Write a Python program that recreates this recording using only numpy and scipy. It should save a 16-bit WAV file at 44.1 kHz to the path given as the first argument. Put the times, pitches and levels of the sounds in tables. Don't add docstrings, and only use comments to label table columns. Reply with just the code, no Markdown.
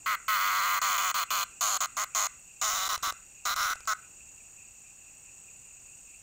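import sys
import numpy as np
from scipy import signal
from scipy.fft import rfft, irfft
from scipy.io import wavfile
from scipy.ndimage import uniform_filter1d

SR = 44100
rng = np.random.default_rng(int(sys.argv[2]) if len(sys.argv) > 2 else 0)


def transcribe(u):
    v = np.clip(np.atleast_2d(u).T, -1, 1)
    q = np.round(v * 32767).astype(np.int16)
    wavfile.write(sys.argv[1], SR, q)


N = 274302
TIME = np.arange(N) / SR


def cicada():
    t, far = strokes()
    return abdomen(t, far) + ribs(t, far)


# abdomen level/dB, rebound level/dB, rasp level/dB, rib ring level/dB, its change/dB
SCREECHES = [(.06, 0.158, 109.3, 1313, 60, -31, -28.5, -37, -46.5, 0),
             (0.281, 0.791, 108, 1277, -95, -29.5, -28.5, -34, -41, 7.5),
             (0.816, 0.973, 100.9, 1230, 0, -30.5, -33, -33.5, -34.5, -2.5),
             (.979, 1.115, 99.8, 1236, 30, -31, -33, -33, -34, 1),
             (1.143, 1.242, 99.9, 1240, 0, -31.5, -37, -33, -37, 2),
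             (1.305, 1.44, 103.1, 1230, -30, -32.5, -42, -33, -35.5, 1.5),
             (1.609, 1.779, 108.8, 1220, 40, -34.5, -43.5, -34, -29, 0.5),
             (1.805, 1.86, 103, 1250, 30, -33.5, -38.5, -35.5, -32, -6),
             (1.968, 2.049, 105.8, 1215, 20, -35, -35.5, -37.5, -33.5, 0),
             (2.149, 2.271, 108, 1188, 60, -35, -36, -35.5, -29.5, -1.5),
             (2.614, 2.878, 109.8, 1252, 40, -35.5, -37, -36, -32.5, -4.5),
             (2.89, 2.961, 99.6, 1217, 20, -34, -38, -36, -38, 1),
             (3.03, 3.111, 105.5, 1260, 30, -33.5, -38, -36.5, -38.5, -4),
             (3.453, 3.541, 111, 1335, 50, -33.5, -36.5, -37, -39, -14),
             (3.562, 3.738, 105.3, 1390, 130, -31.5, -35.5, -37, -41, -5),
             (3.874, 3.938, 109.6, 1362, 40, -30.5, -36.5, -39, -35.5, -3)]
# t/s, effort lost/share
FALTERS = [(.385, 0.088), (.517, 0.078), (.615, 0.059), (.69, 0.048), (1.022, .15), (1.215, 0.089),
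           (1.381, .06), (2.8, 0.047), (3.575, .2)]


def muscle(times, tire_s=.1, release_s=.014, falter_s=.018, stretch_s=.0059):
    rows = np.array(SCREECHES)
    which = np.searchsorted((rows[:-1, 1] + rows[1:, 0]) / 2, times)
    start, end, rate, pitch, glide, body_db, rebound_db, rasp_db, ring_db, change_db = rows[which].T
    age, left = np.clip(times - start, 0, end - start), np.maximum(end - times, 0)
    along = age / (end - start) - .5
    tiring = .12 * (1 - np.exp(-(age / tire_s) ** 2))
    release = .14 * np.exp(-left / release_s)
    faltering = sum(loss * np.exp(-((times - at) / falter_s) ** 2) for at, loss in FALTERS)
    slack = tiring + release + faltering
    limp = np.exp(-age / stretch_s)
    return (rate * (1 - slack),
            (pitch + glide * along) * (1 - .04 * slack) - 59.7 * limp,
            body_db - 9 * slack - 1.6 * limp,
            rebound_db - 12.5 * slack,
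            rasp_db - 8 * slack,
            ring_db + change_db * along - 8 * slack)


def strokes(lag_cycles=.48, stray_cycles=.029):
    rows, drift = [], walk(20)
    for start, end, *_ in SCREECHES:
        t = np.arange(start, end - .003, 1 / SR)
        cycles = np.cumsum(muscle(t)[0]) / SR
        stroke = np.arange(int(2 * cycles[-1]) + 1)
        far = stroke % 2
        even_times = np.interp(stroke / 2, cycles, t)
        lag = lag_cycles + stray_cycles * UNEVENNESS[posture(start)] * np.interp(even_times, TIME, drift)
        rows.append([np.interp(stroke // 2 + lag * far, cycles, t), far])
    times, far = np.concatenate(rows, axis=1)
    return jittered(times, ms=.14), far


MOVES = [1.52, 2.45]


def posture(times):
    return np.searchsorted(MOVES, times)


UNEVENNESS = [.3, 1, .65]


def jittered(times, ms):
    return times + np.array(UNEVENNESS)[posture(times)] * ms * rng.standard_normal(len(times)) / 1000


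# f/abdomen pitch, rise t/ms, relative level/dB
ABDOMEN_MODES = [(0.973, 0.76, 8), (1.17, 0.63, -3.5)]


def abdomen(t, far, drone_hz=710, rebound_hz=2020, rebound_s=.0042):
    _, pitch, body_db, rebound_db, _, ring_db = muscle(t)
    pitch = pitch * (1 + .02 * (1 - 2 * far)) * scatter(t, .1)
    push = undb(-1.5 * far) * scatter(t, .6)
    onset = t + .001864
    body = sum(grains(onset, push * undb(body_db + db + 3.5), peak_ms, ratio * pitch)
               for ratio, peak_ms, db in ABDOMEN_MODES)
    body = signal.sosfiltfilt(butter(4, [930, 1660], "band"), body)
    drone_db = -36.5 + .53 * (ring_db + 34.5)
    drone = grains(jittered(onset, ms=.17), push * undb(drone_db), .9, drone_hz * scatter(t, .35))
    drone = signal.sosfiltfilt(butter(4, 570, "high"), drone)
    rebound = grains(t + rebound_s, push * undb(rebound_db + 1.5), 1, rebound_hz * scatter(t, .22))
    throb = signal.sosfilt(butter(3, 160, "high"), grains(t, push * undb(body_db - 29), .53))
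    return body + drone + rebound + throb


# lying level/dB, gripped level/dB, perched level/dB
TYMBAL_MODES = [(2540, .5, 1, -4.5, -7), (2930, 0.49, 0.5, -5, -10), (3183, 0.65, 1.5, 1, 0.5),
                (3861, 0.61, -9, 3.5, 8.5), (4204, 0.81, 5.5, 5, -5), (5660, 0.41, -12, -5, 5),
                (6125, 1, -4.5, -13, 7.5), (7940, 0.42, -9, -29, -9), (9700, 0.37, -13, -7, -7),
                (11080, 0.37, -12, -4.5, -8), (12550, 0.33, -10, -6, -9), (15400, 0.7, -1, -10, -5.5),
                (14820, 0.36, 3, 1.5, 2.5)]
# f/Hz, relative level/dB
CRUMPLE_SPECTRUM = [(1700, -12), (2400, -1), (3100, 4), (3700, -3), (4350, -0.5), (5300, -5), (6700, 0.5),
                    (9000, -9.5), (11000, -10.5), (12000, -30), (13600, -17), (14700, -19)]


def ribs(t, far, near_gap_s=.002, far_gap_s=.0017, ring_hz=6720):
    rib = np.tile(np.arange(3), len(t))
    t, far = np.repeat(t, 3), np.repeat(far, 3)
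    snaps = t + rib * np.where(far, far_gap_s, near_gap_s) + .00002 * rng.standard_normal(len(t))
    force = undb(-2 * rib) * scatter(snaps, 1.3)
    ring = grains(snaps, force * undb(-10 * far), .34, ring_hz * scatter(snaps, .19), count=256)
    force = force * undb(.5 * far)
    rasp = 0
    for hz, peak_ms, *shade_db in TYMBAL_MODES:
        sway, bend = (np.interp(snaps, TIME, walk(9)) for _ in range(2))
        mode_db = np.array(shade_db)[posture(t)] + 1.5 * sway
        size = force * undb(mode_db) / peak_ms * scatter(snaps, 1.8)
        mode_hz = hz * (1 + .012 * bend) * scatter(snaps, .09)
        rasp = rasp + grains(snaps, size, peak_ms, mode_hz, count=256)
    crumple = colour(grains(snaps, force, .26, count=256) * noise(), CRUMPLE_SPECTRUM)
    *_, rasp_db, ring_db = muscle(TIME)
    duty = sum(end - start for start, end, *_ in SCREECHES) * SR / N
    layers = [(rasp, rasp_db), (crumple, rasp_db - 6), (ring, ring_db - .6)]
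    return np.sqrt(duty) * sum(unit(x) * undb(db) for x, db in layers)


# first t/s, last t/s, strongest t/s, relative flick level/dB,
# relative puff level/dB, first beat's drop/dB, last beat's drop/dB
FLUTTERS = [(2.637, 3.123, 2.8, -46, -57.5, 5, 2), (3.459, 3.854, 3.71, -48.5, -57, 2, 10)]
# f/Hz, relative level/dB
FLICK_SPECTRUM = [(100, 4.5), (250, -0.5), (700, 9.5), (1500, 0), (4000, 1), (7000, 6), (12000, -9),
                  (16000, -23)]


def wings(beat_hz=20.3, puff_hz=52):
    beats = []
    for first, last, strongest, flick_db, puff_db, first_db, last_db in FLUTTERS:
        t = np.linspace(first, last, round((last - first) * beat_hz) + 1)
        fade_db = np.interp(t, [first, strongest, last], [first_db, 0, last_db])
        beats.append([t, flick_db - fade_db, puff_db - fade_db])
    t, flick_db, puff_db = np.concatenate(beats, axis=1)
    flicks = grains(t, undb(flick_db + 12), .98) * unit(colour(noise(), FLICK_SPECTRUM))
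    puffs = grains(t - .004, undb(puff_db + 8), 4.5, puff_hz * scatter(t, 1.2), count=4096)
    return flicks + puffs


def wall_echo(x, t60_s=.38, wet_db=-25):
    tail = noise() * np.exp(-np.log(1000) * TIME / t60_s) * (TIME > .005)
    tail = colour(tail, [(400, -17), (900, -10.5), (1500, 7.5), (2300, 4), (4000, -3.5),
                         (7000, -6), (14000, -99)])
    return undb(wet_db) * signal.fftconvolve(x, tail / np.sqrt(np.sum(tail ** 2)))[:N]


# f/Hz, width f/Hz, level/dB, pulse f/Hz, pulse depth/share
TRILLS = [(5740, 250, -71.5, 83, 0), (6870, 370, -57.5, 33, 0.62), (7330, 1290, -55.5, 48, 0),
          (7870, 430, -62, 36.3, 0.9), (8510, 230, -63.5, 36.3, 0.4), (2676, 196, -66, 10, 0.14)]


def trills():
    out = 0
    for hz, width_hz, db, pulse_hz, depth in TRILLS:
        phase = np.cumsum(pulse_hz * (1 + .0094 * walk(7.1))) / SR + rng.random()
        pulse = unit(1 + depth * np.cos(2 * np.pi * phase))
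        out = out + band(hz, width_hz) * pulse * undb(db + .88 * walk(3.38))
    return out


def cricket_chirps(hz=2630, sag_hz=50, period_s=.21, gain_db=-62):
    swell = .6 + .392 * np.cos(2 * np.pi * (TIME - 3.8) / period_s + .624 * walk(3))
    phase = np.cumsum(hz + sag_hz * (1 - 2 * swell) + 50 * walk(60)) / SR
    roughness = undb(2 * walk(30)) * band(82, 98)
    return undb(gain_db) * swell * roughness * unit(np.sin(2 * np.pi * phase))


# f/Hz, relative level/dB
RUMBLE_SPECTRUM = [(15, -23), (25, -2), (130, -8), (276, -15), (350, -16.5), (757, -18), (800, -14.5),
                   (943, -19.5), (2000, -21), (2600, -34), (4400, -120)]
# f/Hz, relative level/dB
HISS_SPECTRUM = [(1700, -27), (2200, 10), (3300, 2.5), (4100, 0.5), (4700, 5.5), (6500, -30), (9300, -35),
                 (11000, 2), (13000, -5), (14100, 8.5), (15700, -2.5)]


def night_air(rumble_db=-65, hiss_db=-68):
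    rumble = unit(colour(noise(), RUMBLE_SPECTRUM)) * undb(rumble_db + .71 * walk(3.67))
    return rumble + undb(hiss_db) * unit(colour(noise(), HISS_SPECTRUM))


def grains(times, size, peak_ms, hz=None, count=1024):
    index = (times * SR).astype(int)[:, None] + 1 + np.arange(count)
    age = index / SR - times[:, None]
    rise = age / (peak_ms / 1000)
    wave = size[:, None] * rise * np.exp(1 - rise)
    if hz is not None:
        wave = wave * np.sin(2 * np.pi * hz[:, None] * age)
    return np.bincount(np.clip(index, 0, N).ravel(), wave.ravel(), N + 1)[:N]


def colour(x, points, size=2048):
    hz, db = np.transpose(points)
    grid = np.maximum(np.arange(size // 2 + 1) * SR / size, 1)
    gain = undb(np.interp(np.log(grid), np.log(hz), db))
    cepstrum = irfft(np.log(gain))
    cepstrum[1:size // 2] *= 2
    cepstrum[size // 2 + 1:] = 0
    return signal.fftconvolve(x, irfft(np.exp(rfft(cepstrum))))[:N]


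def band(hz, width_hz):
    edges = [max(hz - width_hz / 2, 10), hz + width_hz / 2]
    return unit(signal.sosfilt(butter(2, edges, "band"), noise()))


def walk(rate_hz):
    hold = int(SR / rate_hz)
    steps = np.repeat(rng.standard_normal(N // hold + 2), hold)
    return unit(uniform_filter1d(steps, hold)[:N])


def scatter(times, db):
    return undb(db * rng.standard_normal(len(times)))


def butter(order, hz, kind):
    return signal.butter(order, hz, kind, fs=SR, output="sos")


def undb(db):
    return 10 ** (np.asarray(db) / 20)


def unit(x):
    return x / np.sqrt(np.mean(x ** 2))


def noise():
    return rng.standard_normal(N)


def scene():
    insect = cicada() + wings()
    return (insect + wall_echo(insect) + trills() + cricket_chirps() + night_air())[None]


def record(dry, top_hz=15700):
    return signal.sosfilt(signal.ellip(10, .2, 75, top_hz, fs=SR, output="sos"), dry)


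dry = scene()
out = record(dry)
transcribe(out)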